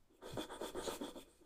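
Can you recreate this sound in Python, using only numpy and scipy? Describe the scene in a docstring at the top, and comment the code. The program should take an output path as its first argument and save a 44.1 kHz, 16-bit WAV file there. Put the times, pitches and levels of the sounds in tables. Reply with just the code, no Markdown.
"""A hand brush scrubs a leather boot, back and forth about eight times a second, close to the microphone.
At each turn the bristles bite and judder on the hollow boot; then they slide, hiss and flick free.
Tufts snag now and then, the boot bumps once on the covered table, and the arm's motion rumbles faintly.
Farther off, a quiet furnished room gives a short, soft answer."""
import sys
import numpy as np
from scipy import signal
from scipy.fft import rfft, irfft, next_fast_len
from scipy.io import wavfile
from scipy.ndimage import uniform_filter1d

SR = 44100
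rng = np.random.default_rng(int(sys.argv[2]) if len(sys.argv) > 2 else 0)


def file_out(sig):
    """Save sig as 16-bit WAV at sys.argv[1]."""
    # one column per channel
    cols = np.atleast_2d(sig).T
    # limit, then scale
    lim = np.clip(cols, -1, 1)
    pcm = np.round(lim * 32767).astype(np.int16)
    wavfile.write(sys.argv[1], SR, pcm)


N = 63945
SLIPS_PER_S, SCRAPES_PER_S = 640, 1300
RELEASE_DB_PER_S = 531


# The scrubbing, close up. Each row: start, length and grip time in seconds, pitch of the spot struck
# in Hz, then levels in dB of thud, judder, scrape, brush ring, hiss, sizzle and flick.
SCRUBS = [ (0.093, 0.093, 0.047, 315, -65, -78, -79, -87, -93, -98, -79),
          (0.214, 0.093, 0.018, 327, -55.5, -62, -55, -65.5, -88, -71, -79),
          (0.248, 0.095, 0.0084, 432, -47, -48, -54.5, -63, -62, -74, -86),
          (0.369, 0.069, 0.013, 273, -44, -46.5, -47, -54.5, -57, -64, -75),
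          (0.489, 0.074, 0.011, 400, -50, -47, -46, -60, -70, -62, -77),
          (0.606, 0.088, 0.025, 328, -42.5, -43, -47, -56, -58, -60, -60),
          (0.75, 0.17, 0.035, 399, -43, -48.5, -46, -60, -65.5, -58, -75),
          (0.862, .100, 0.028, 364, -52.5, -43, -46, -55.5, -55.5, -64, -53),
          (1.003, 0.098, 0.025, 285, -42, -49, -51.5, -57, -63, -64, -74),
          (1.142, 0.086, 0.028, 265, -50, -54, -66.5, -63.5, -69, -78, -62.5),
          (1.256, 0.15, 0.021, 409, -62.5, -69, -74, -82, -79.5, -75, -83.5),
          (1.4, 0.07, 0.061, 348, -65, -73, -80.5, -82.5, -86, -85, -103)]
# The hollow boot's resonances. Each row: centre in Hz, width in Hz, gain in dB.
BOOT_MODES = [(215, 40.6, -3), (287, 27.4, 1), (315.1, 22.5, 1), (373.4, 50.5, 1.5), (478, 41.7, -1.5),
              (496.8, 17.4, 3), (587.7, 77.4, 0.5), (847, 49, -5.5), (894, 33.7, -2), (986, 40, -1.5),
              (1011, 47, -2), (1191, 90, -1.5), (1309, 49, -3), (1490, 218, -9.5)]
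# Colours of the biting and dragging forces. Each row: frequency in Hz, relative level in dB.
JUDDER_COLOUR = [(100, -15), (240, -26), (380, 7), (560, 4), (700, -9), (1000, -2), (1800, -12),
                 (4000, -50)]
DRAG_COLOUR = [(100, -50), (300, -3), (600, -4), (900, 1), (1400, -3.5), (1900, 5), (2400, -7.5), (4000, 8),
               (8000, -60)]
def boot():
    """The bite at each turn thuds and judders on the boot; the drag scrapes its higher resonances."""
    start, length, grip_s, _, _, judder_db, scrape_db = np.transpose(SCRUBS)[:7]
    bite = sum(gripping(*row) for row in zip(start, length, grip_s, judder_db))
    drag = stroking(scrape_db, rise_s=0.038, hold_s=0.0083, lead_s=0.012,
                    sag_db_per_s=125, release_db_per_s=426)
    thud = resonate(thuds(), BOOT_MODES)
    judder = coloured(slips(SLIPS_PER_S, spread_db=1.5, smooth=0.067), JUDDER_COLOUR)
    scrape = coloured(slips(SCRAPES_PER_S, spread_db=0.5, smooth=0.63), DRAG_COLOUR)
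    return thud + driven(judder, bite, BOOT_MODES) + driven(scrape, drag, BOOT_MODES)


def thuds(spread_octaves=0.3):
    """Each landing pushes on the boot in a band around the pitch of the spot it meets."""
    out = np.zeros(N)
    for start, length, grip_s, spot_hz, db, *_ in SCRUBS:
        spot = lambda f: np.exp(-(np.log2((f + 1) / spot_hz) / spread_octaves) ** 2 / 2)
        force = unit(filtered(slips(SLIPS_PER_S, spread_db=1.5, smooth=0.39), spot))
        out += gripping(start, length, grip_s, db) * force
    return out


def gripping(start, length, grip_s, db, bite_s=0.004, fall_db_per_s=432):
    """The bristles touch, bite, grip, then slide on with a weak tremble until the stroke ends."""
    t = clock() - start
    touch = amp(-10.5 + 445 * np.minimum(t, 0))  # the first tips arrive just before the bite
    onset = np.maximum(touch, np.clip(t / bite_s, 0, 1))
    slid_db = np.clip(fall_db_per_s * (t - grip_s), 0, 15.5)
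    return onset * amp(db - slid_db - RELEASE_DB_PER_S * np.maximum(t - length, 0))


def stroking(levels, rise_s, hold_s, lead_s, sag_db_per_s, release_db_per_s):
    """Every stroke swells, sags after its hold time and is released at its end."""
    power = np.zeros(N)
    for (start, length, *_), db in zip(SCRUBS, levels):
        t = clock() - start
        rise = np.clip((t + lead_s) / (rise_s + lead_s), 0, 1)
        sag_db = sag_db_per_s * np.maximum(t - hold_s, 0)
        release_db = release_db_per_s * np.maximum(t - length, 0)
        power += (rise * amp(db - sag_db - release_db)) ** 2
    return np.sqrt(power)


# Resonances of the brush block and its bristles. Each row: centre in Hz, width in Hz, gain in dB.
BLOCK_MODES = [(3136, 164, 8), (3450, 138, 16), (3630, 120, -3)]
BRISTLE_MODES = [(7900, 700, -2), (9000, 800, 0)]
# Bristles on leather, heard close. Each row: frequency in Hz, relative level in dB.
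HISS_COLOUR = [(600, -19), (1900, 0), (2200, -8.5), (2450, 1.5), (2850, -8.5), (3400, -9.5), (4200, 0.5),
               (5100, -6.5), (6500, -4.5), (7200, -1.5), (9500, -7), (10500, -11.5), (11700, -17),
               (13500, -6.5), (15500, -25)]
def brush():
    """The slide rings the block, sizzles in the bristles and hisses on the leather; the tips flick off."""
    ring_db, hiss_db, sizzle_db, flick_db = np.transpose(SCRUBS)[7:]
    press = stroking(ring_db, rise_s=0.043, hold_s=0.054, lead_s=0.0053,
                     sag_db_per_s=89, release_db_per_s=567)
    slide = stroking(hiss_db, rise_s=0.039, hold_s=0.12, lead_s=0.033,
                     sag_db_per_s=40, release_db_per_s=RELEASE_DB_PER_S)
    sweep = stroking(sizzle_db, rise_s=0.063, hold_s=0.045, lead_s=0.00072,
                     sag_db_per_s=67, release_db_per_s=536)
    ring = driven(slips(SCRAPES_PER_S, spread_db=-1, smooth=0.49), press, BLOCK_MODES)
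    sizzle = driven(swish(), sweep, BRISTLE_MODES)
    hiss = slide * coloured(swish(), HISS_COLOUR)
    return ring + sizzle + hiss + flicks(flick_db)


def swish(patchy_db=1.9):
    """Thousands of bristle tips blur into a fine grain whose colour shifts as the tufts bend."""
    grain = slips(per_s=9000, spread_db=2.5, smooth=0.8)
    spectra = signal.stft(grain, nperseg=256)[2]
    patches = uniform_filter1d(rng.standard_normal(spectra.shape), size=7, axis=0)  # across frequency
    patches = uniform_filter1d(patches, size=14, axis=1)  # across time
    return unit(signal.istft(spectra * amp(patchy_db * unit(patches)), nperseg=256)[1][:N])


# The tips leaving the leather. Each row: frequency in Hz, relative level in dB.
FLICK_COLOUR = [(1000, -31), (2500, 8.5), (5000, -15), (7800, 5.5), (9500, 0), (11500, -0.5), (13300, 0),
                (14700, 0), (15600, -11.5)]
def flicks(levels, rise_db_per_s=260, fall_db_per_s=454):
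    """The bent bristles spring free in a bright burst that peaks near the end of a stroke."""
    envelope = np.zeros(N)
    for (start, length, *_), db in zip(SCRUBS, levels):
        t = clock() - start - 0.83 * length
        envelope += amp(db - np.maximum(-rise_db_per_s * t, fall_db_per_s * t))
    return envelope * coloured(swish(), FLICK_COLOUR)


# Bristles at the boot's seam. Each row: frequency in Hz, relative level in dB.
SEAM_COLOUR = [(1500, 0), (2600, 1), (4000, 12), (5200, -2), (6700, 9.5), (7800, 2), (15000, -22)]
def seam(centre_s=0.864, width_s=0.027, db=-51):
    """One brief, bright swish swells and fades as the brush crosses a seam."""
    swell = np.exp(-((clock() - centre_s) / width_s) ** 2 / 2)
    return amp(db) * swell * coloured(swish(), SEAM_COLOUR)


# Tufts that catch, close to the microphone. Each row: start in seconds, peak level in dB.
TUFT_SNAGS = [(0.147, -69), (.226, -52.5), (.264, -42), (0.372, -32.5), (0.385, -31), (0.492, -48.5),
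              (0.614, -36), (0.64, -36), (0.748, -36.5), (0.791, -43), (0.876, -34), (.922, -39),
              (1.012, -43), (1.034, -39.5), (1.08, -39), (1.097, -46), (1.156, -45.5), (1.179, -44)]
def snags(block_db=-10, contact_s=0.00037):
    """A tuft lets go with a soft push that knocks boot and brush together."""
    u = clock() / contact_s
    push = u * (1 - u / 2) * np.exp(-u)
    knock = resonate(push, BOOT_MODES) + amp(block_db) * resonate(push, BLOCK_MODES)
    blows = np.zeros(N)
    for start, db in TUFT_SNAGS:
        blows[round(start * SR)] = amp(db)
    return signal.fftconvolve(blows, knock / np.abs(knock).max())[:N]


# The sole on the covered table, just under the brush. Each row: start in seconds, level in dB.
SOLE_BUMPS = [(.323, -46), (.336, -37.5), (0.345, -46), (0.353, -39)]
def bump(hz=129.6, t60_s=0.0404):
    """The boot rocks once, its quick contacts merging into a dull bump."""
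    out = np.zeros(N)
    for start, db in SOLE_BUMPS:
        t = np.maximum(clock() - start, 0)
        out += amp(db - 60 * t / t60_s) * np.sin(2 * np.pi * hz * t)
    return out


# The arm working near the microphone. Each row: time in seconds, relative level in dB.
ARM_LEVELS = [(0.0, -68), (0.184, -78), (0.354, -49.5), (0.424, -61), (0.702, -59.5), (0.798, -50.5),
              (0.822, -50.5), (0.888, -50), (0.972, -57), (1.162, -60.5), (1.4, -70), (1.45, -66.5)]
# Its rumble. Each row: frequency in Hz, relative level in dB.
ARM_COLOUR = [(10, 2.5), (25, 3.5), (40, -6), (55, -7), (90, -9.5), (150, -18), (250, -16.5), (600, -41.5)]
def arm(gain_db=-1):
    """The moving arm makes a faint rumble that rises and falls."""
    level_db = gain_db + np.interp(clock(), *np.transpose(ARM_LEVELS))
    return amp(level_db) * coloured(rng.standard_normal(N), ARM_COLOUR)


def room(x, table_db=-8.5, table_t60_s=0.013, room_db=-19, room_t60_s=0.23):
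    """Quick echoes off the table top reach the microphone with the soft tail of a furnished room."""
    t = clock()
    table = rng.standard_normal(N) * (t > 0.001) * amp(-60 * t / table_t60_s)
    tail = coloured(rng.standard_normal(N), [(200, 3.5), (3000, 7), (14000, -29)])
    tail *= amp(-60 * t / room_t60_s)
    answer = amp(table_db) * table / np.linalg.norm(table) + amp(room_db) * tail / np.linalg.norm(tail)
    return signal.fftconvolve(x, answer)[:N]


# The still room all around. Each row: frequency in Hz, relative level in dB.
ROOM_TONE_COLOUR = [(20, 3.5), (100, -17), (330, -15.5), (700, -13.5), (2000, -26), (8000, -31),
                    (15000, -43)]
def room_tone(db=-77.5):
    """A steady, dark hush lies far behind the brushing."""
    return amp(db) * coloured(rng.standard_normal(N), ROOM_TONE_COLOUR)


def slips(per_s, spread_db, smooth):
    """Irregular tiny slips of uneven size on a bed of smooth friction."""
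    ticks = (rng.random(N) < per_s / SR) * rng.choice([-1, 1], N)
    sizes = amp(spread_db * np.clip(rng.standard_normal(N), -2, 2))
    return unit(unit(ticks * sizes) + smooth * rng.standard_normal(N))


def driven(force, envelope, modes):
    """Resonances rung by a force that follows an envelope."""
    return resonate(force * envelope, modes) / np.std(resonate(force, modes))


def resonate(x, modes):
    """x through a set of resonances of alternating sign."""
    def response(f):
        return sum((-1) ** k * amp(db) * 1j * f * width / (hz * hz - f * f + 1j * f * width)
                   for k, (hz, width, db) in enumerate(modes))
    return filtered(x, response)


def coloured(x, points):
    """x shaped by a curve through (Hz, dB) points, at rms 1."""
    hz, db = np.transpose(points)
    return unit(filtered(x, lambda f: amp(np.interp(np.log(f + 1), np.log(hz + 1), db))))


def filtered(x, response):
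    """x through a frequency response."""
    size = next_fast_len(N + SR // 2)
    return irfft(rfft(x, size) * response(np.fft.rfftfreq(size, 1 / SR)), size)[:N]


def amp(db):
    """Decibels to gain."""
    return 10 ** (np.asarray(db) / 20)


def unit(x):
    """x scaled to rms 1."""
    return x / np.sqrt(np.mean(x ** 2) + 1e-20)


def clock():
    """The time of every sample in seconds."""
    return np.arange(N) / SR


def scene():
    """Brush and boot up close, the still room behind them."""
    near = boot() + brush() + seam() + snags() + arm() + bump()
    return (near + room(near) + room_tone())[None]


def record(dry, top_hz=15600):
    """One microphone, with nothing kept above the band limit."""
    return filtered(dry[0], lambda hz: hz < top_hz)[None]


dry = scene()
out = record(dry)
file_out(out)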